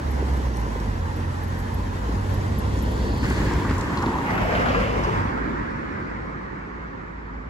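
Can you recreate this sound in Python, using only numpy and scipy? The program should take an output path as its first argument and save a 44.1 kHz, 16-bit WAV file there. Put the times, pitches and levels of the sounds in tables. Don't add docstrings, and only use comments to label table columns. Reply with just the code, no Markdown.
import sys
import numpy as np
from scipy import signal
from scipy.io import wavfile
from scipy.ndimage import uniform_filter1d

SR = 44100
rng = np.random.default_rng(int(sys.argv[2]) if len(sys.argv) > 2 else 0)


def rack_gain(trim_db):
    fader = np.asarray(trim_db, float)
    return 10 ** (fader / 20)


def store_wav(level_fs):
    pcm = np.round(np.clip(np.atleast_2d(level_fs), -1, 1) * 32767)
    wavfile.write(sys.argv[1], SR, pcm.T.astype(np.int16))


N = 330309

BAND_EDGES_HZ = (35, 200, 700, 2500, 8000)
SPREAD_DB = (4.64, 4.95, 12.23, 8.6)
# pitch_hz, level_db per Hz
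QUEUE_COLOUR = [(18, -44), (30, -17), (45, -8.5), (76, -10.5), (177, -17), (214, -11), (484, -19),
                (680, -29.5), (960, -24), (1230, -34), (1880, -38.5), (2320, -49), (8000, -62),
                (10400, -80), (17600, -120)]
NEARING_COLOUR = [(18, -36), (30, 9), (63, 5.5), (235, -4), (290, -2.5), (325, -8), (520, -14),
                  (700, -20.5), (960, -8), (1320, -18), (1600, -15.5), (1970, -18.5), (2350, -26.5),
                  (3000, -31.5), (4570, -36.5), (8000, -41), (10400, -74), (17600, -120)]
PASSING_COLOUR = [(18, -30), (30, 4), (59, -6), (240, -4.5), (311, -12.5), (507, -12), (773, -11.5),
                  (1200, -7), (1490, -11), (2260, -16), (3970, -32.5), (5010, -32.5), (8000, -42.5),
                  (10400, -77), (17600, -120)]
LEAVING_COLOUR = [(18, -38), (30, -37), (44, -1), (114, -9), (158, -5.5), (318, -10), (544, -17),
                  (660, -22.5), (790, -19), (1000, -12), (1250, -13), (1790, -19), (2200, -26), (2550, -36),
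                  (3300, -44.5), (4700, -50), (8000, -61)]
# pitch_hz, level_db against 7.5 kHz
QUEUE_AIR = [(10500, -6), (13000, -10), (16000, -15)]
PASSING_AIR = [(10500, -8), (13000, -11.5), (16000, -14)]
LEAVING_AIR = [(10500, -13), (13000, -19), (16000, -17)]
# level_db at nearness 0, then gain_db per dB of nearness
QUEUE_LAYERS = (-29, -37, -39.5, -51), (1.2, 1.8, 0, 0.9)
NEARING_LAYERS = (-27.5, -27, -38, -46.5), (-0.4, -0.32, 0.42, -.5)
PASSING_LAYERS = (-24, -29.5, -34.5, -43), (0.7, 2.2, 1.5, 0.96)
LEAVING_LAYERS = (-32.5, -34.5, -39, -53), (0.75, 0.82, 0.88, 1)
# time_s, nearness_db
QUEUE = [(0, 0.5), (.3, 1.5), (1.0, 0), (1.65, 0), (1.85, 0.5), (2.4, 2), (3.1, 4), (3.22, 2.5)]
NEARING = [(3.2, -7), (3.35, -6.5), (3.6, -2), (3.85, 2), (4.1, 2.5), (4.35, 8)]
PASSING = [(4.2, 0.5), (4.35, 1), (4.55, 0), (4.75, 0.5), (4.85, -1.5), (5.18, -3), (5.3, -7), (5.5, -3)]
LEAVING = [(5.15, 8), (5.35, 1.5), (5.6, 0), (5.9, -2), (6.1, -3), (6.5, -6), (7.05, -8.5), (7.49, -10)]
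# start_s, end_s
HANDOVERS = [
    (3.22, 3.235),
    (4.23, 4.38),
    (5.12, 5.36),
]
# time_s, left_lag_samples, share of the sound (0-1)
SIDES = [(0, 15, 0.47), (.5, 14.5, 0.55), (1.75, 15, 0.4), (3.15, 12.5, 0.45), (3.5, 2, 0.09),
         (4.05, -9.5, 0.34), (5.1, -15.5, 0.33), (5.6, -18, 0.4), (7.49, -11.5, 0.31)]
# time_s, left_minus_right_db
LEAN = [(0, -0.5), (3.5, 1), (4.1, 0), (4.7, -0.1), (5.2, -1.5), (5.8, -1), (7.49, -1)]
# pitch_hz, left_minus_right_db
BASS_LEAN = [(60, 1), (140, -2.5), (280, -0.6), (1000, -0.5)]
# pitch_hz, then level_db on the left-right difference before and after the car
WIDENING = [(60, -4, -11), (130, 0, -6), (270, 2, 10), (600, 4, 6.5), (1150, -3, -2), (2110, 0.5, 2.5),
            (3500, -0.5, 0), (7000, -1, -0.5)]
# time_s, swing_db
THROB_DB = [(0, .5), (4.1, .5), (4.4, 2.5), (5.1, .4), (7.49, -0.3)]

# time_s, pitch_hz, level_db
FAR_CARS = [
    [(3.5, 72.5, -32), (3.65, 80, -29.5), (3.9, 97.7, -35)],
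    [(5.9, 87.4, -45), (6.1, 95.3, -46), (6.3, 116.6, -43)],
]
# start_s, level_db (peak), pan_db, pitch_hz,
# decay_s
STRIKES = [(0.5694, -37, 0, 7540, 0.0028), (.5690, -43, 0, 12500, .004), (1.5873, -47, 1, 13480, .015),
           (1.742, -56, 0, 12020, 0.0036), (.3366, -44, 0, 11500, .006), (.8011, -47, 0, 11000, .004),
           (3.1762, -46, 0, 12000, .006), (3.8092, -48, 0, 12000, 0.0036), (.800, -40, -4, 6000, .003),
           (1.599, -42, 4, 9280, 0.0084), (2.41, -51, 0, 8850, 0.007), (2.463, -53, 0, 9380, 0.0071),
           (2.74, -46, -7, 10400, 0.0048), (2.79, -45, 0, 8420, 0.016), (3.301, -31.5, -8, 8150, 0.0022),
           (3.5345, -37, -6, 7500, 0.0035), (3.698, -35, -4, 4880, 0.0026), (3.710, -20, -2, 1550, 0.0038),
           (3.709, -32, -2, 4500, 0.0033), (3.739, -35, 0, 3800, 0.0018), (3.782, -36, 9, 7500, 0.0028),
           (3.81, -32.5, 13, 6500, 0.0029), (3.973, -28, 0, 4500, 0.0034), (3.987, -34, 4, 4500, .004),
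           (4.023, -37, -10, 7000, .005), (4.060, -33, 0, 3980, .004), (4.304, -27, 9, 1400, 0.011),
           (4.378, -20, 11, 1670, .008), (4.658, -18, 7, 1480, 0.011), (5.036, -42, -1, 5900, 0.022),
           (2.77, -46, 0, 8000, 0.054), (3.785, -45, -3, 7940, .02),
           (.03, -33, 0, 1200, .012), (.33, -35, 4, 1150, .012), (.47, -33, 0, 1150, 0.011),
         (.73, -29.5, -3, 1200, 0.013), (3.242, -25, 0, 1250, 0.0078), (3.31, -23, 4, 1350, .008),
         (3.511, -27, 1, 1200, 0.0073), (3.649, -27, 7, 1210, 0.0096), (3.671, -32, 0, 1252, .008),
         (3.929, -28, 0, 1100, .008), (4.03, -25, 6, 1350, .015), (4.076, -31, 1, 1150, 0.014),
         (3.69, -30.5, -2, 1970, 0.017), (3.38, -31, 0, 2000, .015), (4.185, -24, 0, 1150, 0.011),
         (4.282, -29, 1, 1100, .01), (4.415, -26, 4, 1150, 0.011), (4.55, -29.5, -2, 3000, 0.017),
         (4.577, -26, 3, 1500, .01), (4.746, -16, 2, 1450, 0.011), (5.045, -23, -2, 1210, 0.011),
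         (5.086, -28, -2, 1150, 0.0094), (5.375, -24, 0, 1150, .012)]
# start_s, level_db (peak), pitch_hz
CHIRPS = [(0.1101, -47.5, 11600), (0.3696, -54, 11500), (0.598, -52, 11600), (1.1623, -52, 11640),
          (1.4345, -48, 11600), (1.4805, -52, 11470), (1.7416, -44, 11570), (2.2987, -53, 11520),
          (2.3396, -45, 11580), (2.586, -40, 11600), (2.8245, -42, 11630), (2.913, -52, 11570)]
# start_s, level_db (peak), pitch_hz
THUMPS = [(0.2145, -20, 259), (0.2255, -12, 414), (.68, -20.5, 304), (1.55, -19, 258), (2.093, -12, 270),
          (2.139, -15, 202), (3.2298, -18, 294), (3.708, -10, 228), (4.064, -11.5, 286), (4.32, -18, 254),
          (4.382, -17, 326),
          (.109, -26, 229), (.375, -26, 230), (0.513, -23, 290), (.665, -21, 423), (.76, -21, 462),
         (.878, -19.5, 230), (4.482, -13, 149), (4.47, -24, 620), (4.61, -19, 497), (4.66, -19, 500),
         (4.765, -20, 180), (1.434, -24, 217), (1.67, -27, 170), (2.579, -15, 195), (2.696, -17, 215),
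         (2.776, -15, 202), (2.992, -20, 180.5), (3.31, -19, 249), (3.418, -22, 230), (3.496, -21, 218),
         (3.981, -14, 171), (4.046, -16, 300), (4.072, -13, 260), (4.086, -14.5, 240), (4.188, -21, 250),
         (5.104, -18, 149), (5.15, -21, 175), (5.253, -13.5, 221), (5.35, -26, 183), (5.476, -16, 259),
         (5.507, -18.5, 250), (5.608, -17.5, 198), (5.771, -22, 250), (6.02, -25, 300), (6.274, -27, 215)]

# time_s, pitch_hz, level_db
BELT = [(0, 5900, -63), (.3, 5900, -71), (.55, 5900, -59), (.75, 5860, -64), (1.3, 5850, -78),
        (1.6, 5913, -80)]
# time_s, pitch_hz, level_db
TURBINE = [(2.6, 4200, -71), (2.8, 4300, -59), (3.0, 4430, -53.5), (3.25, 4500, -48), (3.4, 4300, -51),
           (3.6, 4300, -56), (3.75, 4200, -66)]
# time_s, pitch_hz, level_db
INTAKE = [(2.3, 3500, -62), (2.55, 3500, -58), (2.8, 3193, -52.5), (3.05, 3300, -52), (3.2, 3292, -58),
          (3.45, 3290, -53), (3.62, 3394, -55), (3.72, 3400, -68)]
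# time_s, pitch_hz, level_db
PANELS = [(3.224, 1695, -59.5), (3.231, 1690, -37), (3.45, 1610, -40), (3.72, 1530, -40), (3.85, 1450, -58)]
# time_s, pitch_hz, level_db
ROAR = [(3.8, 992, -50), (3.98, 990, -32), (4.05, 950, -30), (4.2, 870, -34.5), (4.33, 910, -32.5),
        (4.45, 824, -36)]
# time_s, pitch_hz, level_db
BLOCKS = [(4.25, 2600, -60), (4.4, 2700, -54), (4.6, 2680, -43), (4.9, 2700, -42), (5.1, 2490, -64)]
# time_s, pitch_hz, level_db
SPRAY = [(4.15, 11500, -69), (4.35, 12000, -59), (4.55, 11500, -60), (4.75, 11000, -69), (5.2, 11000, -76),
         (5.4, 11000, -74), (5.9, 11000, -86)]
# time_s, pitch_hz, level_db
GROUND_ECHO = [(4.24, 2170, -64.5), (4.3, 1960, -30.5), (4.4, 1830, -44.5), (4.52, 1570, -32), (4.65, 1300, -29),
               (4.8, 1100, -42), (5.1, 960, -26.5), (5.4, 919, -43), (5.5, 900, -41)]
# time_s, pitch_hz, level_db
FENCE = [(4.4, 524, -42), (4.5, 494, -33), (4.8, 487, -31), (5, 427, -29), (5.2, 406, -39.5),
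         (5.35, 373, -55)]
# time_s, pitch_hz, level_db
EXHAUST = [(4.3, 760, -71), (4.45, 635, -32.5), (4.7, 640, -37), (4.95, 515, -45), (5.1, 317, -51),
           (5.28, 237, -39), (5.5, 245, -36.5), (5.8, 230, -43.5), (6.05, 310, -40.5), (6.3, 332, -52)]

# time_s, pitch_hz (firing), level_db, load (0-1)
FIRST_CAR = [(0, 69.6, -26, 0), (.33, 66.43, -25, 0.02), (.55, 59.55, -25, 0.07), (.7, 53.73, -25.5, 0.1),
             (.85, 49.03, -25, 0.46), (1.02, 42.58, -25.5, 0.83), (1.3, 43.42, -29, 0.88),
             (1.6, 44.8, -29.5, 0.93), (1.95, 45.56, -30.5, 0.92), (2.05, 46.16, -38.5, .9),
             (2.15, 47, -27.5, 0.9), (2.45, 48.27, -26, 0.94), (3.1, 52.35, -32, 0.76),
             (3.45, 51.06, -30, 0.83), (3.85, 50.1, -33, 0.97)]
# time_s, pitch_hz, level_db
SECOND_CAR = [(1.399, 57.6, -40), (1.75, 59.35, -31), (1.85, 55, -39), (2.15, 55.9, -24.5),
              (2.24, 58.83, -34), (2.36, 64.2, -27), (2.53, 70.4, -34), (2.65, 67, -25), (2.76, 62, -32),
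              (2.9, 62.9, -29), (3.03, 63, -27), (3.12, 67.1, -30), (3.25, 66.8, -28.5), (3.38, 59, -26),
              (3.48, 59, -33), (3.7, 55.6, -31), (3.8, 55.67, -44)]
# time_s, pitch_hz, level_db
STREET_CAR = [(4.5, 52.5, -38), (5.1, 51.9, -29), (5.18, 48.9, -40), (5.57, 52.4, -37), (5.96, 50.2, -62),
              (6.11, 52, -39.5), (6.65, 53.05, -42), (7.21, 53, -41), (7.49, 52.8, -34)]
# time_s, pitch_hz, level_db
PASSING_CAR = [(4.55, 104.6, -32), (4.67, 97, -56), (4.696, 96.6, -28), (4.818, 105.5, -43),
               (5.228, 98.1, -28), (5.294, 97, -49), (5.4, 102.3, -46)]
COASTING_DB = (0.5, -13.5, -30, -31)
PULLING_DB = (-8.5, 0.5, -11, -14.5)

# from_hz, to_hz
SUM_GAPS = [(8450, 9680), (12950, 14700), (15700, 23000)]
# from_hz, to_hz
DIFFERENCE_GAPS = [(7050, 7300), (10400, 12050), (14650, 23000)]
CLICKS_S = [.57, 1.745, 3.3, 3.785]
# start_s, end_s
TOP_DROPS_S = [(.27, .36), (.55, .6), (1.27, 1.32), (1.43, 1.47), (2.57, 2.71), (4.89, 4.94), (5.04, 5.09),
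               (5.18, 5.22), (5.27, 5.42), (5.45, 7.6)]


def evened(x):
    return x / np.sqrt(np.mean(x ** 2) + 1e-20)


def read(points, hz):
    f, value = np.transpose(points)
    return np.interp(np.log(hz + 1), np.log(f + 1), value)


def follow(rows, t):
    s, *columns = np.transpose(rows)
    return np.array([np.interp(t, s, c) for c in columns])


def wander(size, smooth):
    drift = uniform_filter1d(rng.standard_normal(size), int(smooth))
    return evened(uniform_filter1d(drift, int(smooth)))


def resonate(x, hz, width):
    turn = np.exp(2j * np.pi * np.cumsum(hz * np.ones(len(x))) / SR)
    r = np.exp(-np.pi * width / SR)
    return 2 * (turn * signal.lfilter([1 - r], [1, -r], x / turn + 1e-18)).real


def add(mix, s, sound, lag=0, pan_db=0):
    for channel, sign in zip(mix, (1, -1)):
        start = max(round(s * SR + sign * lag / 2), 0)
        part = channel[start:][:len(sound)]
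        part += rack_gain(sign * pan_db / 2) * sound[:len(part)]


def stage_power(nearness, layers, colour, air, hz, t):
    airy_db = read(colour, 7500) + read([(7500, 0)] + air, hz)
    colour_db = np.where(hz < 7500, read(colour, hz), airy_db)
    edges = np.array(BAND_EDGES_HZ)
    own_db = [10 * np.log10(np.sum(rack_gain(2 * colour_db[(hz >= a) & (hz < b)]))) for a, b in zip(edges, edges[1:])]
    base_db, gained = np.array(layers)
    change_db = gained[:, None] * follow(nearness, t) + (base_db + SPREAD_DB - own_db)[:, None]
    middles = np.sqrt(edges[1:] * edges[:-1])
    blend = np.array([read(list(zip(middles, one)), hz) for one in np.eye(4)])
    return rack_gain(2 * (colour_db[:, None] + blend.T @ change_db))


def road():
    frames, hz = N // 512 + 5, np.fft.rfftfreq(2048, 1 / SR)
    t = np.arange(frames) * 512 / SR
    second, third, fourth = (np.interp(t, span, (0, 1)) for span in HANDOVERS)
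    power = (1 - second) * stage_power(QUEUE, QUEUE_LAYERS, QUEUE_COLOUR, QUEUE_AIR, hz, t)
    power += (second - third) * stage_power(NEARING, NEARING_LAYERS, NEARING_COLOUR, PASSING_AIR, hz, t)
    power += (third - fourth) * stage_power(PASSING, PASSING_LAYERS, PASSING_COLOUR, PASSING_AIR, hz, t)
    power += fourth * stage_power(LEAVING, LEAVING_LAYERS, LEAVING_COLOUR, LEAVING_AIR, hz, t)

    draws = rng.standard_normal((frames, len(hz), 9)).T
    near, far, wide, apart = draws[0:8:2] + 1j * draws[1:8:2]
    patches = evened(uniform_filter1d(uniform_filter1d(draws[-1], 6, 0), 3, 1))

    near_lag, near_share = follow(SIDES, t)
    far_lag, far_share = -1.36 * near_lag, 0.23
    scatter_hz = 4500
    aimed = 1 / (1 + (hz[:, None] / scatter_hz) ** 2)
    near_share = aimed * np.clip(near_share, 0, .6)
    far_share = aimed * np.clip(far_share, 0, .4)

    mic_gap_m, sound_speed = 0.17, 343
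    alike = np.sinc(2 * hz * mic_gap_m / sound_speed)[:, None]
    diffuse = np.array([wide, alike * wide + np.sqrt(1 - alike ** 2) * apart])
    sign = np.array([1, -1])[:, None, None]
    half_turn = -1j * np.pi * hz[:, None] / SR * sign
    z = np.sqrt(near_share) * near * np.exp(half_turn * near_lag)
    z = z + np.sqrt(far_share) * far * np.exp(half_turn * far_lag)
    z = z + np.sqrt(1 - near_share - far_share + 1e-9) * diffuse

    wide_hz, here_db, street_db = np.transpose(WIDENING)
    wider_db = np.outer(read(np.c_[wide_hz, here_db], hz), 1 - third)
    wider_db += np.outer(read(np.c_[wide_hz, street_db], hz), third)
    z = z.mean(0) + sign * rack_gain(wider_db) * (z[0] - z[1]) / 2

    throb_db = follow(THROB_DB, t) * wander(frames, 3.3)
    lean_db = read(BASS_LEAN, hz)[:, None] + follow(LEAN, t)
    uneven_db = np.clip(hz / 800, 0, 1)[:, None] * (1.75 * patches + throb_db)
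    z *= np.sqrt(power) * rack_gain(uneven_db + sign * lean_db / 2)
    return .61 * signal.istft(z, nperseg=2048, noverlap=1536)[1][:, :N]


def tick(db, hz, decay_s):
    t = np.arange(3000) / SR
    band = signal.butter(2, (0.63 * hz, 1.1 * hz), "band", fs=SR, output="sos")
    crack = evened(signal.sosfilt(band, rng.standard_normal(len(t))))
    return rack_gain(db) * 0.73 * crack * (np.exp(-t / decay_s) + 0.068 * np.exp(-t / 0.012))


def chirp(db, hz, t60=0.051):
    t = np.arange(3000) / SR
    rise = 1 - np.exp(-t / 0.00064)
    release = 1 + np.exp((t - .021) / .002)
    grip = rise * rack_gain(-60 * t / t60) / release
    return rack_gain(db + 1.7 * wander(len(t), 60)) * grip * np.sin(2 * np.pi * hz * t)


def thump(db, hz, cycles=1.07):
    t = np.arange(3000) / SR
    ring = np.sin(2 * np.pi * hz * t) * np.exp(-t * hz / cycles) * (1 - np.exp(-t * hz * 3.4))
    knock = np.sin(2 * np.pi * 110 * t) * np.exp(-t / 0.022)
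    return rack_gain(db) * (1.23 * ring + 0.23 * knock)


def whistle(rows, width):
    t = np.arange(rows[0][0], rows[-1][0], 1 / SR)
    hz, db = follow(rows, t)
    narrow = resonate(resonate(rng.standard_normal(len(t)), hz, width), hz, width)
    return rows[0][0], rack_gain(db + 1.47 * wander(len(t), 900)) * evened(narrow)


def loaded(rows):
    s, hz, db, load = np.transpose(rows)
    orders_db = db[:, None] + np.outer(1 - load, COASTING_DB) + np.outer(load, PULLING_DB)
    return np.c_[s, hz, orders_db]


def engine(rows, unsteady_db=-4.5, waver=0.0018):
    t = np.arange(rows[0][0], rows[-1][0], 1 / SR)
    hz, *orders_db = follow(rows, t)
    turns = np.cumsum(hz * (1 + waver * wander(len(t), 4100))) / SR
    hum = np.zeros(len(t))
    for k, db in enumerate(orders_db, 1):
        strength = rack_gain(db + unsteady_db * wander(len(t), 2000))
        hum += strength * np.cos(2 * np.pi * (k * turns + rng.random()))
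    return rows[0][0], np.sqrt(2) * hum * signal.windows.tukey(len(t), .03)


def scene():
    mix = road()
    for rows in FAR_CARS:
        add(mix, *engine(rows), lag=-13.0)
    for s, db, pan_db, hz, decay_s in STRIKES:
        add(mix, s, tick(db, hz, decay_s), lag=follow(SIDES, s)[0], pan_db=pan_db)
    for s, db, hz in CHIRPS:
        add(mix, s, chirp(db, hz))
    for s, db, hz in THUMPS:
        add(mix, s, thump(db, hz), lag=.5 * follow(SIDES, s)[0])
    add(mix, *whistle(BELT, width=160), lag=13)
    add(mix, *whistle(TURBINE, width=810), lag=10.5)
    add(mix, *whistle(INTAKE, width=710), lag=11)
    add(mix, *whistle(PANELS, width=780), lag=7.5)
    add(mix, *whistle(ROAR, width=330), lag=-2.0)
    add(mix, *whistle(BLOCKS, width=880), lag=-14.0)
    add(mix, *whistle(SPRAY, width=5700), lag=-11)
    add(mix, *whistle(GROUND_ECHO, width=270), lag=-15.0)
    add(mix, *whistle(FENCE, width=270), lag=-14, pan_db=9.5)
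    add(mix, *whistle(EXHAUST, width=155), lag=-5, pan_db=-5)
    add(mix, *engine(loaded(FIRST_CAR), unsteady_db=1.5, waver=0.003), lag=13, pan_db=-2.5)
    second_car = [(*row, row[2] - 11.5) for row in SECOND_CAR]
    add(mix, *engine(second_car, unsteady_db=1.0), lag=-8, pan_db=-1.0)
    add(mix, *engine(STREET_CAR, unsteady_db=2.0, waver=0.023), lag=-6, pan_db=-1.5)
    add(mix, *engine(PASSING_CAR, unsteady_db=0.5), lag=-11, pan_db=-2.5)
    return mix


def thinned(x, gaps, alone, flicker_hz, weak=0.33, weak_treble=0.71):
    block, block_start = 1024, 831
    n, k = np.arange(2 * block), np.arange(block) + .5
    window = np.sin(np.pi * (n + .5) / (2 * block))
    basis = window[:, None] * np.cos(np.pi / block * np.outer(n + .5 + block / 2, k))
    lead, blocks = 2 * block - block_start, N // block + 4
    halves = np.pad(x, (lead, blocks * block - lead - N)).reshape(blocks, block)
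    lines = np.hstack([halves[:-1], halves[1:]]) @ basis
    hz = k * SR / (2 * block)
    t = ((np.arange(blocks - 1) + 1) * block - lead) / SR

    edges = np.array(gaps) + flicker_hz * np.round(rng.standard_normal((len(t), len(gaps), 2)))
    empty = ((hz > edges[..., :1]) & (hz < edges[..., 1:])).any(1)
    dropped = sum((t > a) & (t < b) for a, b in TOP_DROPS_S).astype(bool)
    empty |= dropped[:, None] & (hz > 13500)
    empty |= hz > 15800
    least = np.interp(hz, (1000, 3000, 6500, 9000), (0, weak, 0.7 * weak, weak_treble))
    empty |= abs(lines) < least * uniform_filter1d(abs(lines), size=32, axis=1)

    click = (abs(t[:, None] - CLICKS_S) < .012).any(1)[:, None]
    click = click & (hz < np.where(t < 2, 14800, 13300)[:, None])
    alone = np.array(alone)
    alone_db = 3.5 * ((hz > alone[:, :1]) & (hz < alone[:, 1:])).any(0)
    back = (rack_gain(alone_db) * lines * (click | ~empty)) @ basis.T * 2 / block
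    joined = np.pad(back[:, :block], ((0, 1), (0, 0))) + np.pad(back[:, block:], ((1, 0), (0, 0)))
    return joined.ravel()[lead:lead + N]


def top_cut(x):
    return signal.sosfilt(signal.butter(12, 16810, fs=SR, output="sos"), x)


def record(dry):
    dry = signal.sosfilt(signal.butter(6, 42, "high", fs=SR, output="sos"), dry)
    both = thinned((dry[0] + dry[1]) / 2, SUM_GAPS, DIFFERENCE_GAPS, flicker_hz=195)
    apart = thinned((dry[0] - dry[1]) / 2, DIFFERENCE_GAPS, SUM_GAPS, flicker_hz=230)
    return top_cut(np.array([both + apart, both - apart]))


dry = scene()
out = record(dry)
store_wav(out)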